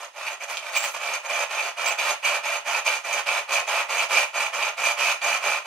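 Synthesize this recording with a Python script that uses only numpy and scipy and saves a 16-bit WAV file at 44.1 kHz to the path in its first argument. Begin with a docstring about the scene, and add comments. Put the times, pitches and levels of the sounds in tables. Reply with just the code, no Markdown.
"""A toy winch on a workbench: string is hauled hand over hand off the free-spooling drum of a model tractor.
Each pull spins the drum, which chatters in its bearings: the chassis rattles, the metal drum rings
and the line rasps through its guide. Hard knocks stand out, and the axle squeals on two sharp pulls.
A small workshop answers behind a faint bed of still air. A microphone pair hears it,
with the treble scattered differently to each side."""
import sys
import numpy as np
from scipy import signal
from scipy.fft import rfft, irfft, next_fast_len
from scipy.io import wavfile
from scipy.ndimage import uniform_filter1d

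SR = 44100
rng = np.random.default_rng(int(sys.argv[2]) if len(sys.argv) > 2 else 0)


def wrap_up_sound(samples):
    """Save the sound to the file named by the first command line argument, as 16-bit audio."""
    columns = np.atleast_2d(samples).T
    # keep every value between -1 and 1, then stretch to whole-number steps
    tamed = np.clip(columns, -1, 1)
    steps = np.round(tamed * 32767).astype(np.int16)
    wavfile.write(sys.argv[1], SR, steps)


N = 249606  # samples

# Levels in the tables stand at the source, ahead of the room, unless said otherwise.
# Still air of the place, spectrum only: pitch_hz, relative density_db
AIR_SPECTRUM = [(20, -5), (90, -2.5), (150, -12), (300, 2.5), (1000, -3), (5000, -19), (15000, -32)]
# Time the workshop takes to fall by 60 dB: pitch_hz, t60_s
ROOM_DECAY = [(200, .28), (1000, .3), (4000, .3), (13000, .27), (15000, .08)]
# Workshop reflections against the direct sound: pitch_hz, level_db
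ROOM_LEVEL = [(200, -19.5), (700, -7), (1400, -8), (2400, -5.5), (4000, -7.5), (13500, -7.5), (15200, -8)]
# Microphone pair, left minus right: pitch_hz, difference_db
STEREO_TILT = [(60, 2), (110, 3), (200, -1), (380, 0.5), (700, -2.5), (1290, -3), (2380, -3.5),
               (4400, -4.5), (8120, -2.5), (15000, 0)]
# Microphone pair, likeness of left and right: pitch_hz, likeness (1 = the same)
STEREO_LIKENESS = [(300, 0.98), (1400, 0.97), (1800, 0.38), (2400, 1), (3000, 0.2), (4000, 0.023),
                   (6400, 0.11), (8000, 0.087), (14000, 0.055)]
# String slipping through the fingers: start_s, length_s, level_db
FINGER_SLIPS = [(.485, 0.057, -49), (0.754, 0.22, -47.5), (1.834, 0.073, -50)]
# Thin hiss of a slip: pitch_hz, relative density_db
SLIP_SPECTRUM = [(3000, -32), (6000, -6), (9000, -1), (13500, -2), (15500, -8)]
# Axle squeals: start_s, length_s, level_db of each main tone, whistle_db
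AXLE_SQUEALS = [(0.76, 0.032, -32.5, -35), (0.787, 0.034, -35.5, -56), (0.823, 0.036, -33.5, -41),
                (1.868, 0.034, -32, -40)]
# Sharp knocks of the drum against its play: start_s, tick_db, ring_db
DRUM_KNOCKS = [(.5711, -4, -11), (.5773, -5.5, -11), (.5917, -13, -18), (2.0605, -7, -9), (2.2795, -6, -6),
               (3.2655, -13, -5), (3.2875, -9, -2), (4.1585, -8, -4), (5.2175, -11, -8)]
# Dry tick of a knock: pitch_hz, relative density_db
TICK_SPECTRUM = [(200, -35), (900, -11), (1900, -4), (2600, 4), (3300, 6), (4500, -3), (7000, -10),
                 (11000, -19), (15000, -38)]
# Hand-over-hand pulls, hesitant at first: start_s, let_go_s, spin_up_s, rattle_db of the chassis,
# swell_db over the pull, ring_db of the drum over the rattle, rasp_db of the line over the rattle
HAND_PULLS = [(-0.029, 0.043, 0.024, -41.5, 8.0, -7, -4.5), (0.133, 0.333, 0.052, -38, 3, -3, -5.5),
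              (0.392, 0.439, 0.038, -36.5, -1.0, -3, -4.5), (0.471, 0.603, 0.037, -37.0, -12.0, -0.5, -3.5),
              (0.611, 0.697, 0.019, -39.5, 5, -1.0, -5.5), (0.711, 0.884, 0.028, -34.5, 0.0, -3, -2.5),
              (0.932, 0.971, 0.013, -35.0, 0.5, -1.5, -5), (0.979, 1.163, 0.051, -33.5, 0.5, 0.5, -5),
              (1.23, 1.261, 0.034, -31.5, -6, -2, -6), (1.276, 1.437, 0.023, -31.0, 1.5, 1.5, -5),
              (1.489, 1.686, 0.024, -33.0, 1.0, -0.5, -5.0), (1.759, 1.923, 0.027, -32.0, 4.0, 0.0, -6),
              (1.968, 2.113, 0.021, -30.0, 7.5, -2.5, -4.0), (2.217, 2.366, 0.03, -30.0, 3.0, 1.5, -5.5),
              (2.424, 2.568, 0.032, -31.0, 0, 0.5, -4.5), (2.644, 2.788, 0.034, -30, 1.5, -0.5, -5),
              (2.842, 2.966, 0.031, -30.0, -6.5, 3.5, -2.5), (3.03, 3.195, 0.023, -32.5, 6.5, 0, -4.5),
              (3.255, 3.39, 0.016, -29.5, 1.5, 0.5, -5.5), (3.472, 3.6, 0.044, -29.5, 2, 1.0, -6.0),
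              (3.662, 3.814, 0.029, -28, 1.0, -1, -6.0), (3.877, 4.034, 0.025, -30.5, 3.0, 1.0, -4.0),
              (4.084, 4.232, 0.043, -26.5, -4.0, 0.5, -4.0), (4.327, 4.47, 0.038, -30, -4.5, -0.5, -6.0),
              (4.52, 4.687, 0.022, -30.5, 0.5, 0, -6), (4.762, 4.913, 0.027, -31.0, 5.5, 1, -4),
              (4.963, 5.12, 0.032, -29.0, 2, 3.5, -2.5), (5.206, 5.369, 0.041, -28.0, -4.5, 1, -5.0),
              (5.407, 5.574, 0.055, -28.0, -6.5, 1.5, -5.5), (5.636, 5.7, 0.026, -39.5, -2.5, -2, -4.5)]
# Jerks of the line that set the drum whirring: start_s, length_s, ring_db of the drum, rasp_db of the line
LINE_JERKS = [(0.261, 0.032, -28.5, -38), (0.402, 0.031, -36.5, -55), (0.748, 0.039, -24.5, -30),
              (0.825, 0.042, -35, -33), (1.131, 0.028, -41.5, -35.0), (1.299, 0.021, -31, -46),
              (1.575, 0.046, -27.5, -42), (1.854, 0.042, -24.5, -31.5), (1.981, 0.038, -24.5, -36.5),
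              (2.24, 0.069, -24.5, -34), (2.742, 0.014, -23, -45.0), (2.86, 0.034, -22, -34.0),
              (3.122, 0.03, -28.5, -33.5), (3.281, 0.018, -27, -38), (3.517, 0.041, -34.0, -29.0),
              (3.552, 0.028, -24.5, -35), (3.984, 0.041, -25, -46.0), (4.148, 0.059, -19.5, -33.0),
              (4.395, 0.048, -30, -33.5), (4.62, 0.025, -25, -44.5), (4.831, 0.061, -24, -32),
              (5.328, 0.011, -25, -41.0)]
# String in its guide: pitch_hz, relative density_db
RASP_SPECTRUM = [(400, -57), (1800, 0), (2900, 4.5), (3600, 1.5), (4200, 0.5), (5500, 0), (6500, -4),
                 (7100, -4.5), (8800, -5), (10500, -9), (12300, -12), (13600, -14.5), (14300, -13),
                 (15500, -46)]
# Modes of the metal line guide: pitch_hz, width_hz, relative level_db
GUIDE_MODES = [(6387, 176, 1), (6466, 115, 4.5), (6537, 340, -6.5)]
# Modes of the metal drum and its frame: pitch_hz, width_hz, relative level_db
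DRUM_MODES = [(2245, 95, -11), (2371, 42.4, 1), (2415.4, 40, 0), (2435, 55, -3.5), (2562, 29, -2.5),
              (2622, 88, -14), (2855, 36, -10), (3003, 69, -18.5), (3220, 33, -20.5), (3730, 23, -34.5),
              (4580, 89, -22)]
# Clear modes of chassis and body shell: pitch_hz, width_hz, relative level_db
CHASSIS_MODES = [(233, 11, -21), (400, 31, -13.5), (523.6, 31, -3.5), (585.7, 18.5, 3.5),
                 (663.6, 20.5, 3.5), (699.4, 26.5, 2), (830.7, 36.6, 1.5), (871.6, 36.5, 2), (929.4, 25, 1),
                 (984, 20.5, -2.5), (1057.6, 37.6, 2), (1220, 48.4, 0.5), (1315, 18, 3),
                 (1394.5, 24.4, 2.5), (1528, 44, -6.5), (1785, 43, -4), (1932, 31, -2)]
# The crowd of weaker chassis modes: pitch_hz, relative density_db
CLATTER_SPECTRUM = [(60, -48), (180, -31), (230, -29.5), (310, -29), (450, -16.5), (560, -4), (800, 1),
                    (1350, -2), (1600, -1), (2100, -1.5), (3000, -1.5), (4000, -13), (8000, -53.5)]

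AIR_DB = -77.5
EDGE_HZ = 15750  # upper limit of the recorder
SQUEAL_HZ, WHISTLE_HZ = [7555, 7678], 15475
# The drum at full speed, and how far its load wobbles either way
TURNS_PER_S, WOBBLE_DB = 110, 1.3
# How fast each sound dies once the hand lets go
RATTLE_COAST_DB_PER_S, RING_COAST_DB_PER_S, RASP_COAST_DB_PER_S = 294.5, 650, 470
JERK_RATTLE_DB = -2.5  # chassis rattle over line rasp in a jerk
# Coils of string catch at random: mean rate, jump in tension, time constant of the settling
CATCHES_PER_S, CATCH_DB, CATCH_SETTLE_S = 45, 1.14, .012
SLACK_DB = -61  # faint rasp of a line that never lies quite still


def from_db(db):
    """Decibels to gain."""
    return 10 ** (np.asarray(db) / 20)


def unit(x):
    """Scales to an rms of one."""
    return x / np.sqrt(np.mean(x ** 2) + 1e-20)


def steadied(x, steady_s):
    """Holds the running power near one."""
    width = max(int(steady_s * SR), 2)
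    power = uniform_filter1d(x ** 2, width)
    return x / np.sqrt(abs(power) + 1e-9)


def read(points, hz):
    """Reads a table along a log-frequency axis."""
    f, value = np.transpose(points)
    return np.interp(np.log(hz + 1), np.log(f + 1), value)


def add(mix, start_s, sound):
    """Mixes a sound in at start_s."""
    part = mix[max(round(start_s * SR), 0):][:len(sound)]
    part += sound[:len(part)]


def convolve(x, response):
    """Passes a sound through a response, cut to the length of the scene."""
    return signal.oaconvolve(x, response)[:N]


def colour(points, size=4096):
    """Causal (minimum-phase) impulse response of unit energy with the given spectrum."""
    hz = abs(np.fft.fftfreq(size, 1 / SR))
    log_gain = np.log(from_db(read(points, hz)))
    spectrum = np.exp(np.conj(signal.hilbert(log_gain)))
    response = np.fft.ifft(spectrum).real[:size // 2]
    return response / np.linalg.norm(response)


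def ringing(modes, size=8192):
    """Impulse response of unit energy: one dying sine a mode, neighbours in opposite sense."""
    t = np.arange(size) / SR
    response = np.zeros(size)
    for k, (hz, width_hz, db) in enumerate(modes):
        decay = np.exp(-np.pi * width_hz * t)  # a wide mode dies fast
        response += (-1) ** k * from_db(db) * width_hz * decay * np.sin(2 * np.pi * hz * t)
    return response / np.linalg.norm(response)


def contacts(per_s, spread_db, rub, steady_s):
    """Clicks of uneven size at a changing rate over a smooth rub; their running power is near one."""
    struck = rng.random(N) < per_s / SR
    size_db = spread_db * np.clip(rng.standard_normal(N), -2, 2)
    sign = rng.choice([-1, 1], N)
    clicks = struck * sign * from_db(size_db)
    return steadied(unit(clicks) + rub * rng.standard_normal(N), steady_s)


def still_air():
    """Steady coloured noise of the place: part shared by both microphones, part separate in each."""
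    shared, left, right = (convolve(rng.standard_normal(N), colour(AIR_SPECTRUM)) for _ in range(3))
    return from_db(AIR_DB) * (shared + 1.2 * np.array([left, right]))


def scatter(t60_points, size=16384):
    """Sparse reflections of random sign, each band dying at its own speed; gain one in every band."""
    taps = rng.choice([-1., 1.], size) * (rng.random(size) < .15)
    hz, t, bands = signal.stft(unit(taps), SR, nperseg=256)
    decay = from_db(-60 * t / read(t60_points, hz)[:, None])
    decay /= np.sqrt((decay ** 2).sum(1, keepdims=True) * (t[1] * SR))
    return signal.istft(bands * decay, SR, nperseg=256)[1][:size]


def reflect(x, t60_points, count=3):
    """The moving arms keep changing the paths: the sound fades from one set of reflections to the next."""
    sweep = 2 * np.pi * 2.25 * np.arange(N) / SR
    out = 0
    for k in range(count):
        share = np.sqrt(2 / count) * np.cos(sweep + np.pi * k / count)  # the shares' powers sum to one
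        out = out + convolve(x * share, scatter(t60_points))
    return out


def workshop(x):
    """The bench scatters the treble differently to each side; walls add a short, later tail."""
    size = next_fast_len(N + 4096)
    hz = np.fft.rfftfreq(size, 1 / SR)
    same = np.clip(read(STEREO_LIKENESS, hz), -1, 1)
    wet, tilt_db = from_db(read(ROOM_LEVEL, hz)), read(STEREO_TILT, hz)
    bench = reflect(x, [(200, 0.023), (8000, 0.041)])  # pitch_hz, t60_s
    side = rfft(bench, size) * np.sqrt((1 - same) / 2)
    mid = rfft(x, size) * np.sqrt((1 + same) / 2)
    out = []
    for sense in (1, -1):  # left, right
        late = np.pad(reflect(x, ROOM_DECAY), (int(.005 * SR), 0))  # 5 ms later
        heard = mid + sense * side + wet * rfft(late, size)
        out.append(irfft(heard * from_db(sense * tilt_db / 2), size)[:N])
    return np.array(out)


def slips():
    """String sliding over skin hisses high above the rasp."""
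    level = np.zeros(N)
    for start_s, length_s, db in FINGER_SLIPS:
        add(level, start_s, from_db(db) * signal.windows.tukey(int(length_s * SR), .5))
    return convolve(level * rng.standard_normal(N), colour(SLIP_SPECTRUM))


def squeals():
    """The dry axle sings unsteadily on a close pair of modes, with a thin whistle above."""
    out = np.zeros(N)
    for start_s, length_s, db, whistle_db in AXLE_SQUEALS:
        count = int(length_s * SR)
        swell = signal.windows.tukey(count, .5)
        for hz, level_db in zip(SQUEAL_HZ + [WHISTLE_HZ], [db, db, whistle_db]):
            wander = unit(uniform_filter1d(rng.standard_normal(SR), 80))[:count]
            tone = np.sin(2 * np.pi * np.cumsum(hz * (1 + 0.0066 * wander)) / SR)
            add(out, start_s, from_db(level_db) * tone * swell)
    return out


def knocks():
    """Single hard blows: a dry tick and the ring of the drum."""
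    out, tick, ring = np.zeros(N), colour(TICK_SPECTRUM), ringing(DRUM_MODES)
    for start_s, tick_db, ring_db in DRUM_KNOCKS:
        add(out, start_s, from_db(tick_db) * tick)
        add(out, start_s, from_db(ring_db) * ring)
    return out


def jerking(levels_db):
    """Level of one sound through all jerks: each swells and ends within a few hundredths of a second."""
    power = np.zeros(N)
    for (start_s, length_s, *_), db in zip(LINE_JERKS, levels_db):
        swell = from_db(db) * signal.windows.tukey(int(length_s * SR), .4)
        add(power, start_s, swell ** 2)
    return np.sqrt(power)


def pulling(over_db, coast_db_per_s):
    """Level of one sound through all pulls: the drum spins up, follows the hand, then coasts down."""
    t, power = np.arange(N) / SR, np.zeros(N)
    for (start, let_go, spin_up, db, swell_db, *_), extra_db in zip(HAND_PULLS, over_db):
        span = (t > start) & (t < let_go + .3)
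        since = t[span] - start
        attack = np.minimum(since / max(spin_up, 1 / SR), 1)
        progress = np.minimum(since / max(let_go - start, 1 / SR), 1)
        hold_db = swell_db * (progress - .5)
        coast_db = coast_db_per_s * np.maximum(t[span] - let_go, 0)
        power[span] += (attack * from_db(db + extra_db + hold_db - coast_db)) ** 2
    return np.sqrt(power)


def catches():
    """Tension of the line: it jumps when a coil catches, then settles."""
    caught = rng.random(N) < CATCHES_PER_S / SR
    settle = np.exp(-np.arange(4096) / SR / max(CATCH_SETTLE_S, 1 / SR))
    pile_up = np.minimum(convolve(caught * 1., settle), 2)  # at most two catches' worth
    return unit(from_db(CATCH_DB * pile_up))


def flutter(speed, turns_per_s, depth_db):
    """The loose drum bears harder on its axle once in every uneven turn."""
    wander = unit(uniform_filter1d(rng.standard_normal(N), 900))
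    turns = np.cumsum(turns_per_s * speed * (1 + 0.2755 * wander)) / SR
    return unit(from_db(depth_db * np.sin(2 * np.pi * turns)))


def line(level, speed):
    """Fibres of the string catch and slip in the guide, which rings thinly."""
    fibres = contacts(3000 * speed, spread_db=0.0, rub=1.0, steady_s=0.05)
    rasp = convolve(level * fibres, colour(RASP_SPECTRUM))
    snags = contacts(400 * speed, spread_db=3.5, rub=0.3, steady_s=0.11)
    zing = convolve(level * snags, ringing(GUIDE_MODES))
    return from_db(1) * rasp + from_db(-4.5) * zing


def drum(level, speed):
    """The drum knocks on its axle and rings; its play limits the swing."""
    blows = contacts(550 * speed, spread_db=1.0, rub=0.82, steady_s=0.023)
    metal = convolve(blows, ringing(DRUM_MODES))
    return from_db(0.05) * level * steadied(metal, steady_s=0.025)


def chassis(level, speed):
    """Bearing chatter shakes the chassis: clear low modes and a dense clatter."""
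    chatter = contacts(1600 * speed, spread_db=1.0, rub=0.5, steady_s=0.022)
    shell = steadied(convolve(chatter, ringing(CHASSIS_MODES)), steady_s=.04)
    loose = contacts(1300 * speed, spread_db=3.0, rub=0.47, steady_s=0.019)
    clatter = convolve(level * loose, colour(CLATTER_SPECTRUM))
    return from_db(-1.08) * level * shell + from_db(-2.5) * clatter


def winch():
    """Pulls and jerks drive chassis, drum and line together, all following one drum speed."""
    *_, ring_db, rasp_db = np.transpose(HAND_PULLS)
    *_, jerk_ring_db, jerk_rasp_db = np.transpose(LINE_JERKS)
    pull_rattle = pulling(np.zeros(len(HAND_PULLS)), RATTLE_COAST_DB_PER_S)
    rattle = np.hypot(pull_rattle, jerking(jerk_rasp_db + JERK_RATTLE_DB))
    ring = np.hypot(pulling(ring_db, RING_COAST_DB_PER_S), jerking(jerk_ring_db))
    rasp = np.hypot(pulling(rasp_db, RASP_COAST_DB_PER_S), jerking(jerk_rasp_db))
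    rasp = np.hypot(rasp, from_db(SLACK_DB))
    speed = np.sqrt(rattle / rattle.max())  # a faster drum rattles louder; 1 is full speed
    load, tension = flutter(speed, TURNS_PER_S, WOBBLE_DB), catches()
    body = chassis(rattle * load, speed)
    return body + drum(ring * load * tension, speed) + line(rasp * load * tension, speed)


def scene():
    """The winch with its knocks, squeals and slips, in the quiet air of the workshop."""
    bench_sound = winch() + knocks() + squeals() + slips()
    # so small a body radiates little bass
    bass_cut = signal.butter(4, 190, "highpass", fs=SR, output="sos")
    radiated = signal.sosfilt(bass_cut, bench_sound)
    return workshop(radiated) + still_air()


def record(dry):
    """The band limit of the recorder: a steep linear-phase low-pass on both channels."""
    low_pass = signal.firwin(1023, EDGE_HZ, window=("kaiser", 9), fs=SR)
    return signal.oaconvolve(dry, low_pass[None], "same")


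dry = scene()
out = record(dry)
wrap_up_sound(out)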